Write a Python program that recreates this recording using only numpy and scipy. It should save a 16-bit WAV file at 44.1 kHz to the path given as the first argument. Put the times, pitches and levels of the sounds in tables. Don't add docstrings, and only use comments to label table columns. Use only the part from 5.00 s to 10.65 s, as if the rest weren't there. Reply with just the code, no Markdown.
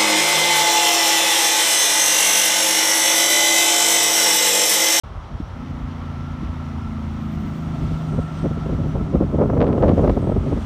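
import sys
import numpy as np
from scipy import signal
from scipy.fft import irfft, next_fast_len
from scipy.io import wavfile
from scipy.ndimage import uniform_filter1d

SR = 44100
rng = np.random.default_rng(int(sys.argv[2]) if len(sys.argv) > 2 else 0)


def output_pcm(signal):
    pcm = np.clip(np.atleast_2d(signal).T, -1, 1) * 32767
    wavfile.write(sys.argv[1], SR, np.round(pcm).astype(np.int16))


N = 249165
TIME = np.arange(N) / SR
BRAKE_ON_S, BRAKE_ATTACK_S = 0.54, 0.032
GALE_DB = -20

# time in seconds, strength in dB.
BREEZE = [(0, -74), (2.4, -60), (3.3, -49), (3.95, -38), (4.35, -34.5), (4.68, -21), (4.86, -26),
          (5.25, -29.5), (5.65, -49)]
# centre in seconds, strength in dB, half length in seconds.
PUFFS = [(0.333, -46.5, 0.0095), (0.41, -37, 0.0027), (0.687, -47.5, 0.025), (1.426, -40, 0.0064),
         (2.425, -44, 0.036), (2.824, -35.5, 0.026), (2.916, -34, 0.0057), (3.139, -32.5, 0.019),
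         (3.189, -21.5, 0.0048), (3.455, -22, 0.011), (3.515, -26, 0.0041), (3.579, -24.5, 0.0034),
         (3.665, -27, .004), (3.697, -20, 0.0022), (3.728, -26.5, .012), (3.801, -26, 0.0073),
         (3.855, -27.5, 0.012), (3.962, -23.5, .009), (4.01, -23, 0.0038), (4.153, -21.5, 0.014),
         (4.22, -19.5, 0.011), (4.346, -21, .008), (4.391, -19.5, 0.0044), (4.42, -18, 0.016),
         (4.46, -19.5, 0.0026), (4.5, -18.5, .004), (4.534, -18.5, 0.0041), (4.571, -18.5, 0.007),
         (4.616, -19.5, 0.017), (4.782, -18, 0.003), (4.837, -17, 0.014), (4.897, -19, 0.02),
         (4.993, -19, 0.011), (5.047, -18.5, .014), (5.08, -15.5, 0.0029), (5.1, -17, .004),
         (5.175, -20.5, 0.0049), (5.274, -19.5, 0.0027), (5.298, -18, 0.0021), (5.322, -20, 0.0041),
         (5.369, -20.5, 0.006), (5.475, -27.5, 0.027), (5.527, -21, 0.0067), (5.578, -25, 0.0082)]


def from_db(db):
    return 10 ** (np.asarray(db) / 20)


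def rms_one(x):
    return x / np.sqrt(np.mean(x ** 2) + 1e-20)


def in_time(rows):
    times, *columns = np.transpose(rows)
    return [np.interp(TIME, times, column) for column in columns]


def at_hz(points, hz):
    freqs, values = np.transpose(points)
    return np.interp(np.log(hz), np.log(freqs), values)


def ramp(start, seconds):
    return np.clip((TIME - start) / seconds, 0, 1)


def swells(rows):
    power = np.zeros(N)
    for s, db, half in rows:
        near = slice(max(int((s - 5 * half) * SR), 0), int((s + 5 * half) * SR))
        power[near] += from_db(db) ** 2 * np.exp(-.5 * ((TIME[near] - s) / half) ** 2)
    return power


def drift(rate_hz):
    hop, settle = 40, 2000
    pole = np.exp(-2 * np.pi * hop * rate_hz / SR)
    white = rng.standard_normal(N // hop + settle + 2)
    slow = signal.lfilter([1], [1, -2 * pole, pole * pole], white)[settle:]
    return np.interp(np.arange(N) / hop, np.arange(len(slow)), rms_one(slow))


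def filtered(x, hz, kind, order=2):
    return signal.sosfilt(signal.butter(order, hz, kind, fs=SR, output="sos"), x)


def noise(colour):
    hz = np.maximum(np.fft.rfftfreq(next_fast_len(N + N % 2), 1 / SR), 1)
    low_cut = 1 / (1 + (colour[0][0] / hz) ** 6)
    white = rng.standard_normal(len(hz)) + 1j * rng.standard_normal(len(hz))
    return rms_one(irfft(white * low_cut * from_db(at_hz(colour, hz)))[:N])


def evened(x, seconds):
    power = uniform_filter1d(x * x, max(int(seconds * SR), 2))
    return x / np.sqrt(np.abs(power) + 1e-20)


def whine(hz, gain, width_hz):
    phase = 2 * np.pi * np.cumsum(hz * np.ones(N)) / SR
    return gain * (drift(width_hz) * np.cos(phase) + drift(width_hz) * np.sin(phase))


def road(roar_db=-40.5, hiss_trim_db=3.5, fine_trim_db=1.5, flicker_db=0.5):
    # frequency in Hz, relative level in dB.
    roar_colour = [(40, 8.5), (80, 9), (200, -5), (300, 0.5), (420, -2), (650, 0.5), (900, 1), (1200, 0),
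                   (1450, -6.5), (1750, -19.5), (3000, -53.5)]
    hiss_colour = [(1000, -7), (1600, 4.5), (2050, 3), (2400, -1.5), (3200, -0.5), (4000, -5.5),
                   (4900, -10), (5800, -8), (6800, -25), (9000, -49.5)]
    fine_colour = [(4500, -10.5), (6500, 7), (8000, 1), (9600, -0.5), (10400, -10), (12000, -8),
                   (15500, -16.5)]
    # time in seconds, hiss and fine hiss in dB before their trims.
    treble = [(0.05, -56.5, -73.5), (1.2, -54, -69.5), (1.97, -54.5, -68), (3.0, -53, -63.5),
              (3.76, -53, -67), (4.2, -56, -68.5), (4.7, -58, -69), (4.98, -52.5, -63.5),
              (5.34, -54.5, -68), (5.65, -51, -61)]
    hiss_db, fine_db = in_time(treble)
    build_db = ramp(0, 1.0) - 1
    layers = [(roar_db + build_db, roar_colour),
              (hiss_db + hiss_trim_db, hiss_colour),
              (fine_db + fine_trim_db, fine_colour)]
    return sum(from_db(db + flicker_db * drift(16)) * noise(colour) for db, colour in layers)


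def far_bird(waver_db=3):
    # start and length in seconds, starting pitch and rise in Hz, level in dB.
    notes = [(.37, .125, 5290, 900, -63), (1.13, .11, 5220, 120, -70), (1.77, .15, 5230, 180, -64.5)]
    out, waver = np.zeros(N), waver_db * drift(40)
    for start, length, hz, rise_hz, db in notes:
        along = ramp(start, length)
        phase = 2 * np.pi * np.cumsum(hz + rise_hz * along ** 2) / SR
        arch = np.sqrt(4 * along * (1 - along))
        out += from_db(db + waver) * arch * np.sin(phase)
    return out


def wind_rumble(trim_db=-0.5, lumpy_db=3.5, wake_lag_s=0.014, wake_half_s=0.0083):
    # time in seconds, level in dB before the trim.
    levels = [(0, -35.5), (2.4, -34), (2.58, -43), (2.85, -30.5), (3.33, -41), (3.5, -28.5), (4.55, -28.5),
              (5.0, -21), (5.65, -29.5)]
    level_db, = in_time(levels)
    wakes = swells([(s + wake_lag_s, -21.5 + 0.12 * (db - GALE_DB), wake_half_s) for s, db, _ in PUFFS])
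    lumps = from_db(level_db + lumpy_db * drift(14))
    eddies = noise([(28, -24), (37, -13.5), (48, -1.5), (66, -6.5), (85, -4.0), (120, -15.5),
                    (180, -21.5), (300, -46), (800, -77.5)])
    return from_db(trim_db) * np.sqrt(lumps ** 2 + wakes) * evened(eddies, 0.51)


def wind_strength(flurries_per_s=16, over_breeze_db=3.5, spread_db=2.5, flurry_half_s=0.0017):
    breeze_db, = in_time(BREEZE)
    centres = np.flatnonzero(rng.random(N) < flurries_per_s / SR)
    sizes_db = breeze_db + over_breeze_db + spread_db * rng.uniform(-1.1, 1, N)
    flurries = [(TIME[i], sizes_db[i], flurry_half_s) for i in centres]
    return 10 * np.log10(from_db(breeze_db) ** 2 + swells(PUFFS) + swells(flurries)) - GALE_DB


def wind_buffeting(trim_db=4.0, flicker_db=1.3):
    # frequency in Hz, relative level in dB.
    gale_colour = [(50, -3.5), (90, 4.5), (160, 6), (240, 6), (340, 1), (430, 4), (590, 1.5), (730, -10.5),
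                   (1050, -15.5), (1400, -26.5), (1900, -36.5), (2700, -48.5), (4000, -60.5), (8000, -66)]
    # frequency in Hz, dB per dB of strength.
    steepness = [(60, 0.26), (160, 0.5), (300, 0.66), (600, 2.33), (2000, 3)]
    strength_db = wind_strength() + flicker_db * drift(120)
    edges_hz = 50 * 2 ** np.arange(0, 7.1, .5)
    turbulence = [noise(gale_colour), noise(gale_colour)]
    out = np.zeros(N)
    for k, (low, high) in enumerate(zip(edges_hz, edges_hz[1:])):
        hz = np.sqrt(low * high)
        band = filtered(turbulence[k % 2], [low, high], "band", order=3)
        steady = np.std(band) * evened(band, .008 + 2 / hz)
        out += steady * from_db(at_hz(steepness, hz) * strength_db)
    return from_db(GALE_DB + trim_db) * out


def wind_thumps():
    # centre in seconds, peak in dB, pitch in Hz.
    eddies = [(0.404, -13, 187), (.698, -44, 189), (1.433, -15.5, 211), (3.188, -11, 200),
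              (3.459, -17, 377), (4.15, -2, 198), (4.211, -3, 250), (4.641, -7, 226), (4.9, -2.5, 208),
              (4.936, -4, 176), (5.296, -22, 320), (5.532, -11, 127)]
    out = np.zeros(N)
    for s, db, hz in eddies:
        near = slice(int((s - 2 / hz) * SR), int((s + 2 / hz) * SR))
        offset_squared = (np.pi * hz * (TIME[near] - s)) ** 2
        out[near] += from_db(db) * (1 - 2 * offset_squared) * np.exp(-offset_squared)
    return out


def wind_cracks(body_hz=1100, edge_hz=3200, strong_trim_db=3, small_db=-25, gale_clicks_per_s=120):
    # time in seconds, relative level in dB.
    strong_cracks = [(4.6052, -16), (4.6157, -9.5), (4.627, -17), (4.644, -31), (4.678, -23), (4.7292, -21),
                     (4.8255, -17), (4.8825, -18), (4.893, -14.5), (5.097, -16)]
    breeze_db, = in_time(BREEZE)
    strength = from_db(breeze_db - GALE_DB)
    breaks = rng.random(N) < gale_clicks_per_s * strength / SR
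    clicks = breaks * rng.standard_normal(N) * strength * from_db(small_db)
    for s, db in strong_cracks:
        clicks[round(s * SR)] = from_db(db + strong_trim_db)
    steps = filtered(clicks + 1e-18, [body_hz / 2, body_hz], "band", order=1) * SR / (np.pi * body_hz)
    softened = filtered(steps, edge_hz, "low")
    return filtered(softened, 5200, "low", order=4)


def air_spurts():
    # centre in seconds, level in dB, half length in seconds.
    spurts = [(2.89, -53, .08), (3.39, -54, 0.038)]
    hiss = noise([(2500, 8.0), (3500, 2), (5500, -4.5), (8000, -16), (11000, -26), (15000, -46)])
    return np.sqrt(swells(spurts)) * hiss


def truck_whines(whistle_hz=5900, whistle_db=-76, waver_db=5):
    # time in seconds, pitch in Hz, level in dB.
    turbo_glide = [(1.8, 7860, -100), (2.4, 8100, -76), (3.0, 8320, -74), (3.5, 8380, -76.5),
                   (5.05, 8370, -77), (5.65, 8160, -69)]
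    high_glide = [(1.5, 11200, -101), (2.3, 14180, -73), (2.5, 14290, -69), (2.75, 14260, -77),
                  (3.03, 14250, -75), (3.85, 11400, -92)]
    # centre in seconds, level in dB, half length in seconds.
    flares = [(3.17, -65, 0.062), (3.41, -61, 0.027), (5.25, -66, 0.029)]
    turbo_hz, turbo_db = in_time(turbo_glide)
    high_hz, high_db = in_time(high_glide)
    turbo_gain = np.sqrt(from_db(turbo_db) ** 2 + swells(flares))
    whistle_gain = ramp(BRAKE_ON_S, BRAKE_ATTACK_S) * from_db(whistle_db + waver_db * drift(5))
    return (whine(turbo_hz, turbo_gain, width_hz=64)
            + whine(high_hz, from_db(high_db), width_hz=60)
            + whine(whistle_hz, whistle_gain, width_hz=60))


def tyres(hum_db=-44.5):
    # time in seconds, pitch in Hz, level in dB.
    song = [(0, 1308, -57), (1.25, 1332, -46.5), (2.35, 1327, -50), (3.25, 1336, -42.5), (4.0, 1326, -47),
            (5.65, 1287, -49)]
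    hz, level_db = in_time(song)
    hum_gain = from_db(hum_db) * ramp(start=2.12, seconds=0.58)
    return whine(hz, from_db(level_db), width_hz=48.5) + whine(hz / 2, hum_gain, width_hz=85)


def exhaust(brake_db=-36.5, ease_db=-4, flutter_db=1.7, jitter=0.0011, rasp_db=-17, bark_db=-20):
    # multiple of the crank rate, relative level in dB.
    orders = [(2, -22), (3, -1.5), (4, -13), (4.5, -20.5), (5, -4.5), (6, -6), (7, -27), (8, -1.5), (9, -1),
              (10, -5.5), (11, -5), (12, -12), (13, -10), (14, -14.5)]
    # centre and half width in Hz, boost in dB.
    resonances = [(82.6, 1.9, 6.5), (136.8, 4.4, 7.5), (156.14, 6.2, 17), (216.8, 2.1, 7)]
    steady_hz, slows_from_s, sag_hz_per_s = 28.17, .9, .84
    crank_hz = steady_hz - sag_hz_per_s * np.maximum(TIME - slows_from_s, 0)
    crank_angle = 2 * np.pi * np.cumsum(crank_hz * (1 + jitter * drift(2.6))) / SR
    muffled_above_hz = 265
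    muffled_db = -9 * (1 - ramp(start=1.7, seconds=1.0))
    drone = np.zeros(N)
    for order, order_db in orders:
        pipe_db = sum(db / (1 + ((order * crank_hz - hz) / width) ** 4) for hz, width, db in resonances)
        is_upper = order * steady_hz > muffled_above_hz
        gain = from_db(order_db + pipe_db + muffled_db * is_upper + flutter_db * drift(1.9))
        drone += np.sqrt(2) * gain * np.cos(order * crank_angle + rng.uniform(0, 2 * np.pi))
    # frequency in Hz, relative level in dB.
    bark_colour = [(1500, -5.5), (2100, 2.5), (2500, -5), (3200, -11), (4500, -32.5)]
    blasts = 1 + np.cos(3 * crank_angle)
    rasp = rms_one(blasts * filtered(rng.standard_normal(N), [110, 290], "band", order=3))
    bark = rms_one(blasts * noise(bark_colour))
    level_db = brake_db + ease_db * ramp(start=2.65, seconds=0.52)
    brake = ramp(BRAKE_ON_S, BRAKE_ATTACK_S) * from_db(level_db)
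    return brake * (drone + from_db(rasp_db) * rasp + from_db(bark_db) * bark)


def scene():
    truck = exhaust() + air_spurts() + tyres() + truck_whines()
    wind = wind_rumble() + wind_buffeting() + wind_thumps() + wind_cracks()
    return (truck + road() + far_bird() + wind)[None]


def record(dry, low_cut_hz=30, high_cut_hz=15750):
    opened = ramp(start=.034, seconds=.003)
    rounded = np.tanh(opened * filtered(dry, low_cut_hz, "high", order=4))
    return signal.sosfilt(signal.ellip(10, .1, 80, high_cut_hz, fs=SR, output="sos"), rounded)


dry = scene()
out = record(dry)
output_pcm(out)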